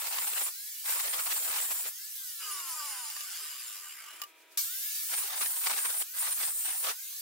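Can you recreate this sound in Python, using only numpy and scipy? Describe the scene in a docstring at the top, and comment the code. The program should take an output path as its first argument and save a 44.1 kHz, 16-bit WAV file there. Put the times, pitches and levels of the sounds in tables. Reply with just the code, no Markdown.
"""First comes the screech of an angle grinder, fast and high-pitched, on a steel tool in a workshop vise.
The disc's grit scrapes and rings the steel, pulsing once a turn, with a coarse crackle below.
Between its four passes the grinder runs free: the fan hisses and the gears whine. After the second
it is switched off and laid on the bench, where it rattles as it slows. Then it is picked up with a
knock, hands rustle in the quiet room, and it starts again."""
import sys
import numpy as np
from scipy import signal
from scipy.fft import rfft, irfft, next_fast_len
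from scipy.io import wavfile
from scipy.ndimage import uniform_filter1d, map_coordinates

SR = 44100
rng = np.random.default_rng(int(sys.argv[2]) if len(sys.argv) > 2 else 0)


def transcribe(u):
    """Save the signal u as a 16-bit wav file named by the first command-line argument.

    u: samples, shape (n,) or (channels, n), limited to [-1, 1]; the rate is SR.
    q: integer samples, one column per channel.
    """
    v = np.clip(np.atleast_2d(u).T, -1, 1)
    q = np.round(v * 32767).astype(np.int16)
    wavfile.write(sys.argv[1], SR, q)


N = 317944
T = np.arange(N) / SR

# steady hum in the room: f/Hz, relative level/dB
HUM_TONES = [(640.6, -76), (963.6, -73), (1287, -77.5), (1615, -78), (1992, -81), (2326, -74), (2487, -73)]
# tone colour of the room noise: f/Hz, level/dB
ROOM_SPECTRUM = [(60, -28), (150, -45), (320, -1), (1000, -7), (2400, -0.5), (3500, -4.5), (16000, -56)]
# hands and cable rustling in the pause: t/s, level/dB
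RUSTLE_LEVELS = [(4.25, -56), (4.3, -58), (4.33, -66.5), (4.42, -59), (4.45, -66), (4.5, -64), (4.52, -55),
                 (4.565, -61)]
# knocks on the housing, the last as the switch snaps on: t/s, relative level/dB
KNOCK_TIMES = [(3.1007, -27), (3.165, -26.5), (3.207, -26.5), (4.2168, -21.5), (4.236, -28),
               (4.5729, -29.5)]
# notes the knocked housing rings at: f/Hz, relative level/dB, time to fade by 60 dB/s
HOUSING_NOTES = [(1180, -5, 0.1), (1840, -13, 0.031), (2920, -0.5, 0.03), (5100, 2.5, 0.0061),
                 (7510, -4, 0.018), (13100, -3, .008), (14300, -12, .008), (15200, 7, .012)]
# the disc slowing down once switched off: t/s, turning rate/Hz
COAST_SPEEDS = [(2.08, 578), (2.32, 472), (2.5, 396), (2.7, 335), (2.85, 293), (3.05, 235), (3.3, 181),
                (3.87, 78), (4.0, 56), (4.25, 20)]
# fan hiss while it slows: t/s, level/dB
COAST_HISS_LEVELS = [(2.08, -45), (2.3, -42.5), (2.36, -44), (2.49, -40.5), (3.28, -42.5), (3.74, -44),
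                     (4.2, -54)]
# tone colour of the fan: f/Hz, level/dB
FAN_SPECTRUM = [(400, -59), (900, -29), (1500, -19.5), (2200, -14), (3000, -10), (4600, -5.5), (9600, -4),
                (16000, -9)]
# resonances (pitches that get boosted) of the housing on the bench: f/Hz, width/Hz, boost/dB
HOUSING_PEAKS = [(2910, 260, 5.5), (4940, 280, 7.5), (5810, 110, 4), (6890, 110, 8), (7410, 200, 11),
                 (8500, 80, 4), (9620, 300, 9.8), (10450, 150, 4), (11500, 300, 4), (12700, 300, 3),
                 (14900, 250, 4)]
# resonances of the bench boards: f/Hz, width/Hz, boost/dB
BOARD_PEAKS = [(395, 55, 20), (680, 130, 7), (990, 90, 6), (1189, 130, 11), (1520, 70, 6), (2850, 120, 6)]
# tone colour of the rattle: f/Hz, level/dB
RATTLE_SPECTRUM = [(60, -91), (150, -35), (260, -27), (400, -31.5), (550, -24.5), (900, -12), (1500, -2),
                   (3000, -1), (6000, -33), (12000, -38)]
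# tones of the whine: multiple of the disc speed, relative level/dB, phase wobble/rad
WHINE_TONES = [(2.6, -9, 3.), (3.05, 1, 1.5), (3.9, 0, 1.5), (5.05, -8, 3.), (6.1, -7, 3.5), (7.8, -4, 3.5)]
# tone of the gear teeth while the disc slows: t/s, base level/dB
TEETH_LEVELS = [(2.7, -75), (2.85, -56), (3.1, -59), (3.3, -56), (3.45, -68), (3.84, -70), (3.9, -62),
                (4.0, -62), (4.06, -75)]
# passes over the steel: touch t/s, lift t/s, turning rate under load/Hz, time to sag/s
PASSES = [(-.3, 0.506, 455, 0.11), (.86, 1.905, 430, .11), (5.1, 6.036, 400, .2), (6.155, 6.936, 457, 0.12)]
# moments when the disc digs in: t/s, crackle level/dB
BITE_TIMES = [(0.019, -41.5), (0.131, -37.5), (0.187, -39), (0.281, -36), (0.37, -36.5), (0.484, -37),
              (0.905, -36), (1.003, -36.5), (1.035, -45), (1.137, -35.5), (1.205, -39), (1.268, -37),
              (1.318, -34), (1.373, -39), (1.396, -45.5), (1.435, -44), (1.511, -39.5), (1.575, -43),
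              (1.628, -43), (1.719, -36), (1.873, -41), (5.142, -39.5), (5.183, -43), (5.234, -37.5),
              (5.331, -49), (5.425, -32.5), (5.463, -39), (5.57, -44.5), (5.61, -57), (5.673, -37.5),
              (5.714, -35), (5.784, -36.5), (5.856, -41), (5.907, -38.5), (5.972, -43), (6.021, -35),
              (6.181, -45), (6.281, -57), (6.328, -38.5), (6.437, -39), (6.658, -44), (6.707, -52),
              (6.844, -36), (6.89, -35), (6.911, -33.5)]
# crackle between bites, one table a pass: t/s, level/dB
CRACKLE_LEVELS = [
    [(0, -43.5), (.15, -38), (.25, -45), (.46, -42)],
    [(.84, -44), (.9, -38), (1.06, -41.5), (1.45, -42), (1.53, -37), (1.65, -43), (1.78, -46), (1.87, -42)],
    [(5.08, -48.5), (5.2, -43), (5.45, -43), (5.57, -54), (5.63, -43.5), (5.7, -35), (5.82, -42),
     (6.0, -43)],
    [(6.16, -49), (6.28, -38), (6.35, -47.5), (6.43, -37), (6.56, -56), (6.63, -52), (6.71, -37.5),
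     (6.79, -53), (6.86, -39.5)],
]
# tone colour of the crackle: f/Hz, level/dB
CRACKLE_SPECTRUM = [(30, -39), (120, -38), (200, -18.5), (310, -18.5), (420, -9), (900, 1), (1600, 1.5),
                    (4000, -1), (6500, -3), (12000, -45)]
# pressure on the disc, heard as screech, one table a pass: t/s, level/dB
SCREECH_LEVELS = [
    [(0.0, -47.5), (0.378, -41.5), (0.496, -39.5)],
    [(0.84, -45.5), (0.926, -38), (1.068, -45), (1.336, -41.5), (1.796, -41), (1.856, -49), (1.882, -39.5)],
    [(5.08, -50), (5.182, -43.5), (5.35, -56), (5.366, -43.5), (5.754, -43), (5.962, -43), (6.016, -37.5)],
    [(6.14, -58), (6.198, -38), (6.286, -43), (6.484, -41), (6.89, -44)],
]
# tone colour of the scraping grit: f/Hz, level/dB
SCRAPE_SPECTRUM = [(3000, -40), (5500, -11.5), (6600, -15), (7200, 1), (10000, -8), (10500, -4.5),
                   (12300, -8), (13500, -2.5), (14800, 0), (16000, -4)]
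# notes of the steel lying flat, passes 1 and 2: f/Hz, width/Hz, relative level/dB
FLAT_STEEL_NOTES = [(6950, 200, -14), (7360, 120, -11), (7700, 220, -10), (8150, 250, -13),
                    (8680, 150, -12), (8980, 140, -8), (9260, 140, -13), (9480, 120, -11),
                    (11300, 250, -15), (13050, 500, -13)]
# notes of the steel turned, passes 3 and 4: f/Hz, width/Hz, relative level/dB
TURNED_STEEL_NOTES = [(7390, 120, -16), (8000, 400, -11), (8450, 150, -11), (8700, 180, -6),
                      (8960, 200, -5), (9200, 200, -8), (9450, 120, -9), (9680, 150, -9), (10000, 120, -10),
                      (11700, 400, -14), (14600, 600, -9)]

FREE_HZ, RESTART_HZ = 595, 285  # disc turns a second: running free, and at the restart
LAID_S, PICKED_UP_S, STOPPED_S, RESTART_S = 2.41, 4.21, 4.25, 4.5735
THIRD_TOUCH_S, THIRD_LIFT_S = PASSES[2][:2]
RIGHT_LAG_S = 2.9e-5  # sound reaches the right channel this much later


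def undb(db):
    """Turns decibels into a factor to multiply by."""
    return 10 ** (np.asarray(db) / 20)


def unit(x):
    """Scales a signal to an average (rms) strength of 1."""
    return x / np.sqrt(np.mean(x ** 2))


def curve(rows):
    """Joins (time, value) points with straight lines."""
    return np.interp(T, *np.transpose(rows))


def gate(rise, fall):
    """Opens from 0 to 1 along one ramp and closes along the other."""
    return np.clip(np.minimum(rise, fall), 0, 1)


def approach(since_s, start, goal, tau_s):
    """Glides from start to goal, quickly at first and then ever more slowly."""
    return goal + (start - goal) * np.exp(-np.maximum(T - since_s, 0) / tau_s)


def walk(rate):
    """A smooth random wobble that takes about `rate` new values a second."""
    hold = int(SR / rate)
    steps = np.repeat(rng.standard_normal(N // hold + 1), hold)
    return 1.2 * uniform_filter1d(uniform_filter1d(steps, hold), hold)[:N]


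def boost(hz, peaks):
    """Decibels that resonances add at a pitch."""
    return sum(db / (1 + (2 * (hz - centre) / width) ** 2) for centre, width, db in peaks)


def colour(x, points, peaks=(), lag_s=0.):
    """Gives a sound a tone colour, with resonances and a delay if asked."""
    size = next_fast_len(N)
    hz = np.maximum(np.arange(size // 2 + 1) * SR / size, 1)
    point_hz, point_db = np.transpose(points)
    db = np.interp(np.log(hz), np.log(point_hz), point_db) + boost(hz, peaks)
    return irfft(rfft(x, size) * undb(db) * np.exp(-2j * np.pi * hz * lag_s), size)[..., :N]


def split(x, hz):
    """The parts of a sound below and above a pitch."""
    low = signal.sosfiltfilt(signal.butter(4, hz, fs=SR, output="sos"), x)
    return low, x - low


def patchy(x, depth_db, width_hz, length_s):
    """Lets narrow bands of pitch swell and fade on their own, the low ones more deeply."""
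    hz, times, bands = signal.stft(x, SR, nperseg=1024)
    cells = rng.standard_normal((int(SR / 2 / width_hz) + 2, int(N / SR / length_s) + 3))
    swell = map_coordinates(cells, np.meshgrid(hz / width_hz, times / length_s, indexing="ij"), order=1)
    depth = 1.5 * depth_db * (1 + 1 / (1 + (hz[:, None] / 1500) ** 2))
    return unit(signal.istft(bands * undb(depth * swell), SR)[1][..., :N])


def stereo(shared, own, share, lag_s):
    """Left and right share one sound, the right up to a moment later, and each adds its own."""
    right = colour(shared, [(1, 0), (2, 0)], lag_s=lag_s)
    return np.sqrt(share) * np.array([shared, right]) + np.sqrt(1 - share) * own


def hiss(share, lag_s=0.):
    """Noise that left and right partly share."""
    noise = rng.standard_normal((3, N))
    return stereo(noise[0], noise[1:], share, lag_s)


def grains(spread_db):
    """Dense clicks of uneven size, different on the left and right."""
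    return rng.standard_normal((2, N)) * undb(spread_db * np.minimum(rng.exponential(size=(2, N)), 5))


def turning_noise(turns, wear_turns):
    """A rough rim comes round again every turn and slowly wears into a new shape."""
    wear = turns / wear_turns
    rims = irfft(rng.standard_normal((int(wear[-1]) + 2, 40, 2)) @ np.array([1, 1j]), 1024)
    shape, spot = wear.astype(int), (turns % 1 * 1024).astype(int)
    fade = wear % 1 * np.pi / 2
    return unit(rims[shape, spot] * np.cos(fade) + rims[shape + 1, spot] * np.sin(fade))


def coasting():
    """1 while switched off, 0 while driven; the drive lets go over 0.06 s."""
    return np.clip((T - COAST_SPEEDS[0][0]) / .06 + 1, 0, 1) * (T < RESTART_S)


def disc_speed():
    """Turns a second: the disc sags in each pass and recovers; midway it coasts and spins up again."""
    speed = np.full(N, float(FREE_HZ))
    for touch, lift, loaded_hz, sag_s in PASSES:
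        if touch == THIRD_TOUCH_S:
            speed += coasting() * (curve(COAST_SPEEDS) - speed)
            speed = np.where(T >= RESTART_S, approach(RESTART_S, RESTART_HZ, FREE_HZ, .14), speed)
        for since_s, goal_hz, tau_s in (touch, loaded_hz, sag_s), (lift, FREE_HZ, .12):
            start_hz = speed[max(int(since_s * SR), 0)]
            speed = np.where(T >= since_s, approach(since_s, start_hz, goal_hz, tau_s), speed)
    return speed


def workshop():
    """Hum and soft room noise, heard in the pause before the restart."""
    pause = gate((T - 4.0) / .13, (RESTART_S + .042 - T) / .026)
    hum = sum(undb(db + 2.5) * np.sin(2 * np.pi * hz * T) for hz, db in HUM_TONES)
    room = undb(-62.5) * unit(colour(hiss(.57), ROOM_SPECTRUM))
    return pause * (hum + room)


def rustle():
    """Hands and cable make a faint, high brushing noise."""
    moving = gate((T - RUSTLE_LEVELS[0][0]) / .023 + 1, (RUSTLE_LEVELS[-1][0] - T) / .023 + 1)
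    _, treble = split(rng.standard_normal((2, N)), 3200)
    return moving * undb(curve(RUSTLE_LEVELS)) * unit(treble)


def knocks():
    """Each knock is a short crack of noise that sets the housing ringing."""
    t, out = T[:SR // 5], np.zeros((2, N))
    notes = sum(undb(db) * np.sin(2 * np.pi * hz * t) * 1000 ** (-t / fade_s) * SR / (2 * np.pi * hz)
                for hz, db, fade_s in HOUSING_NOTES)
    for at_s, db in KNOCK_TIMES:
        burst = rng.standard_normal((2, len(t))) * np.exp(-t / .0061)
        crack = signal.sosfilt(signal.butter(2, 1200, "high", fs=SR, output="sos"), burst)
        ring = signal.fftconvolve(np.diff(burst, prepend=0), notes[None], axes=1)[:, :len(t)]
        start = int(at_s * SR)
        out[:, start:start + len(t)] += undb(db) * (undb(-33) * ring + undb(-8.5) * crack)
    return out


def bench_thrum(turns, lying):
    """The unbalanced disc shakes the boards: a low tone and its octave swell and fade."""
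    low_db = -62 - 80 * np.maximum(T - 2.5, 2 * (2.5 - T)) + 3.42 * walk(22.1)
    low = undb(low_db) * np.sin(2 * np.pi * turns + 1.5 * walk(50))
    octave_db = -65 - 45 * np.abs(T - 2.72) + 3 * walk(20)
    octave = undb(octave_db) * np.sin(4 * np.pi * turns + 1.5 * walk(50))
    return lying * (low + octave)


def bench_rattle(lying, slack):
    """Loose gears clatter and the boards under them buzz fitfully."""
    level = lying ** 3 * undb(-52 - .5 * (T - LAID_S) + walk(14))
    clicks = stereo(unit(grains(2.9)[0]), unit(grains(1.5)), share=.69, lag_s=0.)
    clatter = colour(slack * clicks, RATTLE_SPECTRUM, BOARD_PEAKS)
    return level * patchy(clatter, 2.2, width_hz=110, length_s=.04)


def gear_teeth(turns, speed, lying, slack):
    """Meeting teeth sing a falling tone on the bench; their looseness smears its pitch."""
    teeth_per_turn = 38.5
    phase = 2 * np.pi * teeth_per_turn * turns + 1.5 * np.minimum(speed / 200, 1) * walk(400)
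    db = curve(TEETH_LEVELS) + .5 * boost(teeth_per_turn * speed, HOUSING_PEAKS) + 2.6 * walk(25)
    return lying * slack * undb(db) * np.sin(phase)


def whine(turns, speed, lying):
    """Shafts and gears whine at multiples of the disc speed, louder on the bench and while speeding up."""
    take_up_db = approach(RESTART_S, -40, 0, tau_s=.035)  # the gears take up the load
    restart_db = -62 + 20 * (1 - speed / FREE_HZ) + take_up_db
    base_db = np.where((T > RESTART_S) & (T < THIRD_TOUCH_S), restart_db, -66 + 10 * lying)
    out = 0
    for multiple, tone_db, wobble in WHINE_TONES:
        hz = multiple * speed
        level = undb(base_db + tone_db + lying * boost(hz, BOARD_PEAKS) + 2.6 * walk(25))
        level *= np.clip(hz / 850, 0, 1) ** 8  # the small housing hardly gives off low tones
        level /= 1 + (226 / speed) ** 24  # dies away below 226 turns a second
        out += level * np.sin(2 * np.pi * multiple * turns + wobble * walk(60))
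    return out


def fan_db(speed):
    """Fan loudness: grows with speed, surges at the restart and follows its table while coasting."""
    db = -43 + 28 * np.log10(speed / FREE_HZ)
    extra_db = curve([(THIRD_TOUCH_S, 4.5), (THIRD_LIFT_S, 0)])
    surge_db = approach(RESTART_S, 18, 0, tau_s=.061)
    db += (T > RESTART_S) * (extra_db + surge_db)
    return db + coasting() * (curve(COAST_HISS_LEVELS) - db)


def fan(turns, speed, lying, slack):
    """Air hisses, blades and brushes repeat every turn, and on the bench the housing rings along."""
    air = slack * (hiss(.25, RIGHT_LAG_S) + .35 * turning_noise(turns, wear_turns=4))
    air = patchy(air, 2.6, width_hz=160, length_s=.04)
    held = unit(colour(air, FAN_SPECTRUM))
    laid = unit(colour(air, FAN_SPECTRUM, HOUSING_PEAKS))
    low, high = split(held + lying * (laid - held), 12070)
    treble_db = 4 - 3 * lying
    return undb(fan_db(speed)) * (unit(low) + undb(treble_db) * unit(high))


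def motor(turns, speed):
    """All the sounds of the spinning grinder itself, silent from the stop to the restart."""
    running = np.clip(np.maximum((STOPPED_S - T) / .04, (T - RESTART_S) / .001), 0, 1)
    lying = gate((T - LAID_S) / .033 + 1, (PICKED_UP_S - T) / .033 + 1)  # 1 on the bench, 0 in the hand
    # the level flutters; on the bench loose gears also make it pulse once a turn
    slack = undb(lying * (2 * np.cos(2 * np.pi * turns) + .44 * walk(60)) + .5 * walk(18))
    return running * (fan(turns, speed, lying, slack) + bench_rattle(lying, slack)
                      + whine(turns, speed, lying) + bench_thrum(turns, lying)
                      + gear_teeth(turns, speed, lying, slack))


def bites(width_s=.009):
    """Strength of the crackle in the short moments when the disc digs in."""
    return np.sqrt(sum(undb(2 * db) * np.exp(-((T - at_s) / width_s) ** 2) for at_s, db in BITE_TIMES))


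def rough_crackle(beat):
    """Coarse, flickering clicks that pulse with the disc."""
    clicks = grains(3) * beat * undb(2.2 * walk(200) + 1.2 * walk(70))
    return patchy(colour(clicks, CRACKLE_SPECTRUM), 1.6, width_hz=200, length_s=.03)


def grit_scrape(turns, beat):
    """The gritty rim rubs the steel: a bright noise that partly repeats every turn."""
    rims = np.array([turning_noise(turns, wear_turns=5.6) for _ in range(3)])
    rubbing = .6 * stereo(rims[0], rims[1:], .5, RIGHT_LAG_S) + .8 * hiss(.5, RIGHT_LAG_S)
    return undb(-1) * unit(colour(beat * rubbing, SCRAPE_SPECTRUM))


def steel_ring(notes):
    """Each note of the steel swells and fades by itself and drifts a little as the contact moves."""
    out = 0
    for hz, width, db in notes:
        phase = 2 * np.pi * np.cumsum(hz * (1 + .004 * walk(12))) / SR
        phase = phase - 2 * np.pi * hz * np.array([[0], [RIGHT_LAG_S]])
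        level = undb(db + 4.5 * walk(30))
        wobbles = np.array([walk(1.3 * width) for _ in range(6)])  # blur the note into a narrow band
        sine = (wobbles[0] + .8 * wobbles[2:4]) * np.sin(phase)
        cosine = (wobbles[1] + .8 * wobbles[4:]) * np.cos(phase)
        out += level * (sine + cosine) / 2
    return out


def grinding(turns):
    """The disc on the steel: scrape and ringing make the screech, and each bite lifts it and the crackle."""
    beat = undb(2.2 * np.cos(2 * np.pi * turns) + .8 * walk(40))  # the disc does not spin quite true
    scrape = grit_scrape(turns, beat)
    flat = split(scrape + beat * steel_ring(FLAT_STEEL_NOTES), 9120)
    turned = split(scrape + beat * steel_ring(TURNED_STEEL_NOTES), 9120)
    crackle, bite, out = rough_crackle(beat), bites(), 0
    for i, (low, high) in enumerate((flat, flat, turned, turned)):
        touch, lift = PASSES[i][:2]
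        contact = gate((T - touch) / .042 + 1, (lift - T) / .069 + .5) ** 2
        low_db = curve(SCREECH_LEVELS[i])
        high_db = -35 + .68 * (low_db + 45.5)  # the treble follows the pressure less
        screech = (1 + 16 * bite) * (undb(low_db) * unit(low) + undb(high_db) * unit(high))
        crackle_level = np.hypot(undb(curve(CRACKLE_LEVELS[i])), bite)
        out += contact * (screech + crackle_level * crackle)
    return out


def scene():
    """Adds everything up; one slightly wavering disc speed drives both grinding and motor."""
    speed = disc_speed() * (1 + .004 * walk(30))
    turns = np.cumsum(speed) / SR
    return grinding(turns) + motor(turns, speed) + knocks() + workshop() + rustle()


def record(dry):
    """Steeply cuts the treble above 15740 Hz."""
    return signal.sosfilt(signal.ellip(10, .2, 70, 15740, fs=SR, output="sos"), dry)


dry = scene()
out = record(dry)
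transcribe(out)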